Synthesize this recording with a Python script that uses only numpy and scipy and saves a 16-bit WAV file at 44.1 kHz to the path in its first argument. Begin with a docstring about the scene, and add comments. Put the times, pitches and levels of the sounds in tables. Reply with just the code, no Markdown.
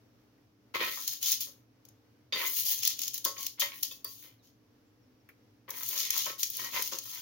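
"""A steel fork slides under pastries on a baking tray lined with parchment, close by in a quiet kitchen.
Paper: random fibre releases and facet flicks rustle; noise bursts snap.
Tines: friction-modulated noise and short blows drive tray modes; chatter bursts ring fork modes.
Pastries drop softly into honey as decaying noise; thin sine glides chirp.
An appliance hums (wavering sines) over low room noise."""
import sys
import numpy as np
from scipy import signal
from scipy.fft import rfft, irfft, next_fast_len
from scipy.io import wavfile

SR = 44100
rng = np.random.default_rng(int(sys.argv[2]) if len(sys.argv) > 2 else 0)


def digitize_waveform(pressure):
    """Quantize a signal to 16-bit integers and store it at the path in sys.argv[1].

    Rows of a 2-D input are taken as channels; values are limited to [-1, 1].
    """
    field = np.atleast_2d(pressure).T
    bounded = np.clip(field, -1, 1)
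    quanta = np.round(bounded * 32767).astype(np.int16)
    wavfile.write(sys.argv[1], SR, quanta)


N = 317961
TIME = np.arange(N) / SR


def undb(db):
    """Decibels to amplitude gain."""
    return 10 ** (np.asarray(db) / 20)


def unit(x):
    """Scale to rms 1."""
    return x / np.sqrt(np.mean(x ** 2))


def colour(x, spectrum):
    """Filter by (frequency [Hz], gain [dB]) points, interpolated over log frequency."""
    hz, db = np.transpose(spectrum)
    size = next_fast_len(x.shape[-1] + 2048)
    bins_hz = np.maximum(np.fft.rfftfreq(size, 1 / SR), 1)
    gain = undb(np.interp(np.log(bins_hz), np.log(hz), db))
    return irfft(rfft(x, size) * gain, size)[..., :x.shape[-1]]


def split(x, crossover_hz):
    """Parts below and above a frequency; their sum has a flat magnitude response."""
    parts = []
    for kind in ("low", "high"):
        sos = signal.butter(4, crossover_hz, kind, fs=SR, output="sos")
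        parts.append(signal.sosfilt(np.tile(sos, (2, 1)), x))
    return parts


def ring(x, response):
    """Convolve with an impulse response per channel."""
    return signal.fftconvolve(np.atleast_2d(x), response, axes=-1)[:, :x.shape[-1]]


def add(out, start_s, sound):
    """Mix a sound in at a time."""
    start = int(start_s * SR)
    out[..., start:start + sound.shape[-1]] += sound[..., :N - start]


def walk(knots_per_s):
    """Gaussian random knots joined by straight lines."""
    knots = rng.standard_normal(8192)
    return np.interp(TIME * knots_per_s, np.arange(len(knots)), knots)


def air(size, shared_hz):
    """Stereo noise whose long waves reach both ports alike."""
    mid, side = rng.standard_normal((2, size))
    side = signal.sosfilt(signal.butter(1, shared_hz, "high", fs=SR, output="sos"), side)
    return np.array([mid + side, mid - side]) / np.sqrt(2)


def slips(rate_hz, spread_db, grain_s):
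    """Envelope of tiny releases at random moments: many weak, a few strong."""
    size = undb(spread_db * np.minimum(rng.exponential(size=N), 3.5))
    energy = (rng.random(N) < rate_hz / SR) * size ** 2
    decay = np.exp(-1 / (grain_s * SR))
    return unit(np.sqrt(signal.lfilter([1], [1, -decay], energy + 1e-12)))


def strokes(table, swell_share, fade_db_per_s):
    """Swell, hold and fade of strokes, summed in power: a base gain, then one per tint column."""
    power = 0
    for start_s, length_s, db, *tints_db in table:
        age_s = TIME - start_s
        swell = np.clip(age_s / (length_s * swell_share), 0, 1)
        fade_db = fade_db_per_s * np.maximum(age_s - length_s, 0)
        envelope = swell * undb(db - fade_db)
        power = power + np.outer(undb([0, *tints_db]), envelope) ** 2
    return np.sqrt(power)


# room noise spectrum: (frequency [Hz], relative density [dB])
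KITCHEN_SPECTRUM = [(15, -51), (25, -17.5), (80, -16.5), (114, 1), (153, -18), (270, -5.5), (335, -17.5),
                    (451, -13.5), (591, -21.5), (641, -23), (3920, -35), (5730, -33.5), (8140, -48.5),
                    (11000, -43), (16000, -38)]
# appliance hum partials: (frequency [Hz], rms level [dB])
HUM_PARTIALS = [(60, -87), (100, -83.5), (116, -79), (265, -85), (305, -74)]


def kitchen(noise_db=-65.5, waver_db=1, hum_waver_rad=0.94):
    """Coloured noise of wavering level plus hum sines of wandering phase."""
    noise = unit(colour(air(N, shared_hz=600), KITCHEN_SPECTRUM))
    noise = noise * undb(noise_db + waver_db * walk(9.0))
    hum = 0
    for hz, db in HUM_PARTIALS:
        phase = 2 * np.pi * hz * TIME + hum_waver_rad * walk(20)
        hum = hum + undb(db) * np.sqrt(2) * np.sin(phase)
    return noise + hum


# honey slap spectrum: (frequency [Hz], relative density [dB])
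HONEY_SPECTRUM = [(400, -11), (1200, -3), (1700, 6), (2400, 4), (3500, -16), (14000, -15)]
# pastries settling in the honey: (time [s], level [dB])
HONEY_DROPS = [(0.377, -68), (5.289, -46.5)]


def plops(level_db=-2, decay_s=0.011):
    """A soft wet slap on thick honey: coloured noise with exponential decay."""
    out, t = np.zeros((2, N)), TIME[:SR // 8]
    for start_s, db in HONEY_DROPS:
        slap = unit(colour(air(len(t), shared_hz=2000), HONEY_SPECTRUM))
        add(out, start_s, undb(db + level_db) * np.exp(-t / decay_s) * slap)
    return out


# parchment spectrum: (frequency [Hz], relative density [dB])
PAPER_SPECTRUM = [(150, -51.5), (400, -38), (750, -47.5), (1100, -19.5), (1700, -18), (2500, -8),
                  (3600, -3.5), (5000, 0), (6500, 8.5), (8200, -3), (10500, 1.5), (13000, -2), (15500, 3.5)]


def paper_bands(size):
    """Middle and top of the parchment's noise, each at rms 1."""
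    noise = colour(air(size, shared_hz=2200), PAPER_SPECTRUM)
    return [unit(part) for part in split(noise, 7750)]


def facets(count=7000, low_hz=2800, high_hz=7200, decay_s=.0045):
    """Small stiff panels between the creases flick, each ringing very briefly at its own pitch."""
    out, t = np.zeros((2, N)), TIME[:SR // 50]
    for when, pitch, size, left, right in rng.random((count, 5)):
        hz = low_hz + pitch * (high_hz - low_hz)
        phase = 2 * np.pi * np.array([[left], [right]])
        tone = np.exp(-t / decay_s) * np.sin(2 * np.pi * hz * t + phase)
        add(out, when * TIME[-1], undb(9 * size) * tone)
    return unit(out)


# pushes crumpling the parchment:
# (time [s], length [s], level [dB], crispness = top band over middle [dB])
PAPER_PUSHES = [ (0.738, 0.023, -47, 3), (0.76, 0.19, -45.5, 6), (0.9, 0.19, -43.5, 2),
                (1.06, 0.077, -40, 1), (1.205, 0.12, -32, 1), (1.4, 0.019, -37.5, 4),
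                (2.324, .012, -42, -9), (2.33, 0.22, -43, 7), (2.42, 0.12, -45, 10),
                (2.545, 0.064, -38, 6.5), (2.63, .1, -35.5, 5.5), (2.73, 0.14, -40.5, -0.5),
                (2.81, 0.094, -34, -4), (2.96, 0.11, -39, -1), (3.133, 0.012, -38, -0.5),
                (3.242, 0.012, -32.5, 0.5), (3.35, 0.11, -45.5, 2.5), (3.595, 0.011, -31, 4),
                (3.72, 0.071, -54, 7), (3.825, 0.0067, -36, 1.5), (3.908, 0.0067, -46.5, 3),
                (4.042, 0.08, -54.5, 5.5), (4.09, .17, -59, 6), (4.42, 0.054, -66.5, -1),
                (5.685, 0.024, -56, 9), (5.72, 0.13, -47.5, 7), (5.83, 0.13, -41.5, 5),
                (5.93, .13, -35, -1), (6.1, 0.12, -33.5, -0.5), (6.23, 0.053, -36.5, -2),
                (6.378, 0.044, -40, 4), (6.426, 0.012, -37.5, 1), (6.48, .18, -41.5, 1.5),
                (6.69, 0.18, -39, 1.5), (6.91, 0.034, -38.5, -4), (6.98, 0.21, -45.5, 2.5)]
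PAPER_SWELL_SHARE, PAPER_FADE_DB_PER_S = 0.39, 248


def rustle(middle_db=1, waver_db=1.16):
    """Parchment fibres let go in swarms, with sparser crinkles and flicking facets among them."""
    gain, top_gain = strokes(PAPER_PUSHES, PAPER_SWELL_SHARE, PAPER_FADE_DB_PER_S)
    fibres = slips(rate_hz=2200, spread_db=2.5, grain_s=.0004)
    crinkles = .45 * slips(rate_hz=110, spread_db=1.8, grain_s=.001)
    releases = unit(np.hypot(fibres, crinkles))
    middle, top = (band * releases for band in paper_bands(N))
    middle = unit(middle + .68 * facets())
    waver = undb(waver_db * walk(60))  # the rustle's level wavers irregularly
    return waver * (gain * middle * undb(middle_db) + top_gain * top)


# tray spectrum: (frequency [Hz], relative density [dB])
SHEET_SPECTRUM = [(40, -17.5), (100, -35.5), (190, -5), (340, 1.5), (560, 7.5), (660, 0.5), (830, -16),
                  (940, 2), (1350, -7.5), (1620, -9), (2150, -2), (3200, -7), (4500, -9), (7000, -25.5),
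                  (12000, -39.5)]


def sheet_bands(size):
    """Body, middle and edge of the tray's dense, quickly damped vibration, each at rms 1."""
    noise = colour(air(size, shared_hz=1100), SHEET_SPECTRUM)
    body, rest = split(noise, 830)
    middle, edge = split(rest, 1770)
    return [unit(body), unit(middle), unit(edge)]


# tines and pastry dragged over the tray: (time [s], length [s], level [dB],
# weight = body over middle [dB], edge = edge over middle [dB])
TRAY_DRAGS = [ (0.738, 0.031, -37.5, -14, 0), (0.79, 0.054, -40.5, -3, 4.5),
              (0.855, 0.037, -47.5, -0.5, 12), (0.962, 0.031, -52.5, -11, -6.5),
              (2.322, 0.088, -44.5, -4, 6), (2.412, .035, -45.5, -4, 7.5), (2.7, 0.022, -62.5, -11.5, 12),
              (3.355, 0.063, -57.5, -3.5, 2.5), (3.57, 0.053, -55.5, -19, 2),
              (3.608, 0.026, -43.5, -11, 4.5), (3.715, 0.015, -57.5, -20, 10.5),
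              (4.22, 0.055, -68.5, -1, 9), (5.678, 0.019, -49, -4.5, -7.5), (5.715, 0.1, -49, -15, -3.5),
              (5.895, 0.1, -51, -4.5, 2.5), (6.02, 0.099, -59.5, -3, 14.5), (6.13, 0.049, -48.5, -12, 3),
              (6.255, .045, -46, -2, -15), (6.575, 0.038, -46.5, -8, -0.5), (6.615, .055, -49.5, -10, 1),
              (6.72, 0.064, -41, -12.5, 2.5), (6.79, 0.018, -45, -7, -13), (6.915, 0.025, -47.5, -1.5, -28),
              (7.02, 0.11, -61, -16, -7), (7.11, 0.068, -55.5, -22, 0)]
DRAG_SWELL_SHARE, DRAG_FADE_DB_PER_S = 0.21, 268.5


def drags(level_db=-2, judder_db=2):
    """The tines stick and slip: random releases shape three noise bands that judder separately."""
    middle, body, edge = strokes(TRAY_DRAGS, DRAG_SWELL_SHARE, DRAG_FADE_DB_PER_S)
    friction = slips(rate_hz=450, spread_db=2.5, grain_s=.001)
    scrape = 0
    for band, gain in zip(sheet_bands(N), (body, middle, edge)):
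        scrape = scrape + band * gain * undb(level_db + judder_db * walk(70))
    return friction * scrape


# fork bumps the tray through the paper: (time [s], level [dB],
# weight = body over middle [dB], edge = edge over middle [dB], contact decay [s])
TRAY_KNOCKS = [(0.7407, -40, -5, 0, 0.008), (0.753, -28.5, -12, -7.5, 0.0066), (0.809, -40, 2, 6, 0.011),
               (0.82, -37, -6.5, -1, 0.033), (0.972, -45, -25, -15, .018), (1.468, -64, 8, -10, 0.023),
               (2.323, -54, 10, 17, 0.0097), (2.426, -39, -12, -9, 0.027),
               (3.2546, -37.5, -1.5, -23, 0.022), (3.619, -34, -10, 5, 0.0077),
               (3.913, -58, 2, -17, 0.0084), (4.044, -52.5, 1, -10, 0.018), (5.686, -49, -11.5, -12, 0.02),
               (6.263, -37, -22, -6, 0.011), (6.297, -46.5, 7, 8, 0.0053), (6.922, -38.5, -7, -31, 0.011)]


def knocks(rise_s=.0012):
    """Blows cushioned by the paper: soft rise, exponential decay, three noise bands."""
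    out, t = np.zeros((2, N)), TIME[:SR // 4]
    for start_s, db, weight_db, edge_db, contact_s in TRAY_KNOCKS:
        body, middle, edge = sheet_bands(len(t))
        shape = (1 - np.exp(-t / rise_s)) * np.exp(-t / max(contact_s, .002))
        blow = undb(weight_db) * body + middle + undb(edge_db) * edge
        add(out, start_s, undb(db) * shape / shape.max() * blow)
    return out


# tray modes: (frequency [Hz], relative level [dB], t60 [s])
TRAY_MODES = [(355, -4, .2), (445, -5, .18), (532, -4, .25), (566, -3, .25), (942, -2, .24),
              (1030, -6, .16), (1091, -3, .25), (1264, -2, .2), (1305, -3, .16), (1523, 1, .2),
              (1788, -4, .16), (1895, -3, .14), (2054, -2, .12), (2208, -3, .1), (2466, -6, .14),
              (3005, 1, .16), (3100, -5, .1), (3266, -3, .12), (3635, -7, .1)]


def tray_ring(force, ring_db=7.5, wander_db=6):
    """Tray resonators; coupling to each wanders as the tines cross its nodes and crests."""
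    out = 0
    for hz, db, t60_s in TRAY_MODES:
        pole = np.exp((2j * np.pi * hz - np.log(1000) / t60_s) / SR)
        coupling = undb(ring_db + db + wander_db * np.tanh(walk(11)))
        out = out + signal.lfilter([2 * (1 - abs(pole))], [1, -pole], force * coupling).real
    return out


# dry ticks, mostly creases snapping over:
# (time [s], level [dB], crispness = top band over middle [dB])
CREASE_SNAPS = [ (1.0766, -26, 1.5), (1.2273, -27, 2), (1.2826, -23, -12), (1.317, -23.5, 6),
                (1.3249, -23.5, -15), (1.4052, -41.5, 10.5), (1.8508, -51, -1), (1.886, -54.5, 3.5),
                (2.6057, -30, -1.5), (2.832, -24.5, -4), (2.8505, -24, 1), (2.859, -28, -1),
                (2.8747, -19, 1.5), (2.9899, -30, 0), (3.0162, -29, 3), (3.034, -28, -5),
                (3.0785, -27, -1.5), (3.141, -32.5, 5), (3.178, -32.5, 0.5), (3.249, -26.5, 7.5),
                (3.407, -37, -2), (3.428, -33, 1), (3.4649, -24.5, -2), (3.602, -31, 6.5),
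                (3.6083, -23, -14), (3.83, -25, 3.5), (4.045, -45.5, 16), (5.7041, -33.5, 5),
                (5.832, -37.5, 8.5), (5.8875, -34, 10.5), (5.976, -27, -2), (6.0017, -26.5, -4),
                (6.1039, -21.5, 1), (6.177, -29.5, 9), (6.4304, -19, -2.5), (6.5007, -39.5, 11),
                (6.568, -41.5, 12), (6.822, -30, 7), (6.874, -33, 1.5), (6.932, -30, -11),
                (6.9855, -30.5, 1.5)]


def snaps(buckle_s=0.005, after_db=-23, after_s=0.011):
    """A crease buckles in a burst of a few milliseconds; the sheet shivers afterwards."""
    out, t = np.zeros((2, N)), TIME[:SR // 8]
    age = t / buckle_s
    shiver = undb(after_db) * np.exp(-t / after_s)
    shape = np.minimum(4 * age, 1) * (np.exp(-age ** 3) + shiver)
    for start_s, db, crisp_db in CREASE_SNAPS:
        middle, top = paper_bands(len(t))
        add(out, start_s, undb(db) * shape * (middle + undb(crisp_db) * top))
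    return out


def modes(table):
    """Impulse response of unit energy; each port hears a high mode in its own phase."""
    t = TIME[:SR // 2]
    out = 0
    for hz, db, t60_s in table:
        phase = rng.uniform(-1.8, 1, (2, 1)) * min(hz / 2500, 2)
        tone = undb(db - 60 * t / t60_s) * np.cos(2 * np.pi * hz * t + phase)
        out = out + tone / np.sqrt(t60_s)  # table level sets mode energy
    return unit(out) / np.sqrt(len(t))


# hand-held fork modes: (frequency [Hz], relative energy [dB], t60 [s])
FORK_MODES = [(571, -2, .2), (1093, -3, .28), (1776, -9, .18), (2611, -8, .16), (3170, -4, .08),
              (3270, -6, .14), (3410, -5, .06), (3650, -1, .06), (4366, -9, .12), (4540, -6, .08),
              (4630, -1, .15), (4715, 0, .14), (4813, -3, .13), (4960, -5, .08), (5120, -7, .08),
              (5700, -5, .12), (6072, -8, .18), (6310, -5, .07), (6560, -2, .16)]
# blows that ring the fork:
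# (time [s], level [dB], pitch favoured by the contact point [Hz], chatter decay [s])
FORK_CLINKS = [(2.3245, -33.5, 3600, 0.0037), (2.330, -30, 3520, 0.0022), (3.254, -35.5, 4600, 0.0037),
               (3.255, -41, 740, 0.0048), (3.378, -40, 6600, 0.0058), (3.380, -53, 1100, 0.012),
               (3.428, -47, 6540, 0.0027), (3.465, -54, 5900, .003), (3.609, -33, 3240, 0.0062),
               (3.619, -43.5, 604, 0.014), (3.829, -40.5, 5800, 0.0011), (3.911, -45.5, 2970, 0.0028),
               (4.044, -42, 4670, 0.0029), (4.045, -56, 1460, 0.0034), (4.064, -55, 4350, 0.0056)]


def clinks(focus_db_per_octave=18):
    """The tines chatter and the fork rings; each point of contact favours other modes."""
    out, t = np.zeros((2, N)), TIME[:SR // 3]
    for start_s, db, favoured_hz, chatter_s in FORK_CLINKS:
        favoured = []
        for hz, mode_db, t60_s in FORK_MODES:
            octaves_off = abs(np.log2(hz / favoured_hz))
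            favoured.append((hz, mode_db - focus_db_per_octave * octaves_off, t60_s))
        response = modes(favoured)
        chatter = rng.standard_normal(len(t)) * np.exp(-t / max(chatter_s, .001))
        tone = ring(chatter, response)
        add(out, start_s, undb(db) * tone / tone[:, :SR // 50].std())  # level over the first 20 ms
    return out


# faint falling chirps, perhaps a bird outside:
# (time [s], start [Hz], end [Hz], length [s], level [dB])
FALLING_CHIRPS = [(4.37, 4600, 3300, 0.067, -71.5), (4.845, 7760, 6870, 0.075, -72),
                  (5.008, 5960, 5000, 0.055, -73.5), (5.19, 5920, 5030, 0.039, -74.5)]


def chirps():
    """Thin whistles: sines gliding down under a bell-shaped envelope."""
    out = np.zeros(N)
    for start_s, start_hz, end_hz, length_s, db in FALLING_CHIRPS:
        hz = np.linspace(start_hz, end_hz, int(length_s * SR))
        whistle = np.sin(2 * np.pi * np.cumsum(hz) / SR)
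        add(out, start_s, undb(db) * np.hanning(len(hz)) * whistle)
    return out


def diffuse(t60_s, shared_hz):
    """Dense decaying response of unit energy, alike in both channels at low pitch."""
    t = TIME[:SR // 2]
    return unit(air(len(t), shared_hz) * undb(-60 * t / t60_s)) / np.sqrt(len(t))


# colour of the two microphone ports: (frequency [Hz], gain [dB])
LEFT_PORT_CURVE = [(100, 1.5), (200, -3), (350, -3), (800, -6), (2500, -1), (4800, -3), (5900, -5),
                   (6700, -0.5), (7150, -7), (7700, -15), (9000, -6.5), (11000, -2), (14000, 7),
                   (15500, 6.5)]
RIGHT_PORT_CURVE = [(100, 1), (200, -7), (350, -9), (800, -6.5), (2500, -2.5), (4000, -3), (5300, -2.5),
                    (6200, -8), (7200, -20.5), (9000, -6.5), (11000, -0.5), (13300, 6.5), (14600, -3.5),
                    (15700, -15)]


def scene(paper_on_tray_db=-9, room_t60_s=0.23, room_db=-8):
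    """Paper, tray and fork in a small hard room, heard through two ports."""
    contact = drags() + knocks()
    paper = rustle() + snaps()
    # the tray rings under the fork, and a little under the paper that lies on it
    force = contact + undb(paper_on_tray_db) * paper
    tray = contact + tray_ring(force)
    # thin metal and paper radiate almost no bass
    _, sheets = split(paper + tray + clinks(), 90)
    near = sheets + plops() + chirps()
    wall_curve = [(200, -11), (5000, 5.5), (9000, 3.5), (15000, -4)]  # (frequency [Hz], gain [dB])
    walls = colour(diffuse(room_t60_s, shared_hz=710), wall_curve)
    left, right = near + undb(room_db) * ring(near, walls)
    ports = np.array([colour(left, LEFT_PORT_CURVE), colour(right, RIGHT_PORT_CURVE)])
    return ports + kitchen()


def record(dry, rumble_hz=42, top_hz=15900):
    """The phone cuts the rumble and the top of the band."""
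    lean = signal.sosfilt(signal.butter(2, rumble_hz, "high", fs=SR, output="sos"), dry)
    return signal.sosfilt(signal.ellip(10, .2, 70, top_hz, fs=SR, output="sos"), lean)


dry = scene()
out = record(dry)
digitize_waveform(out)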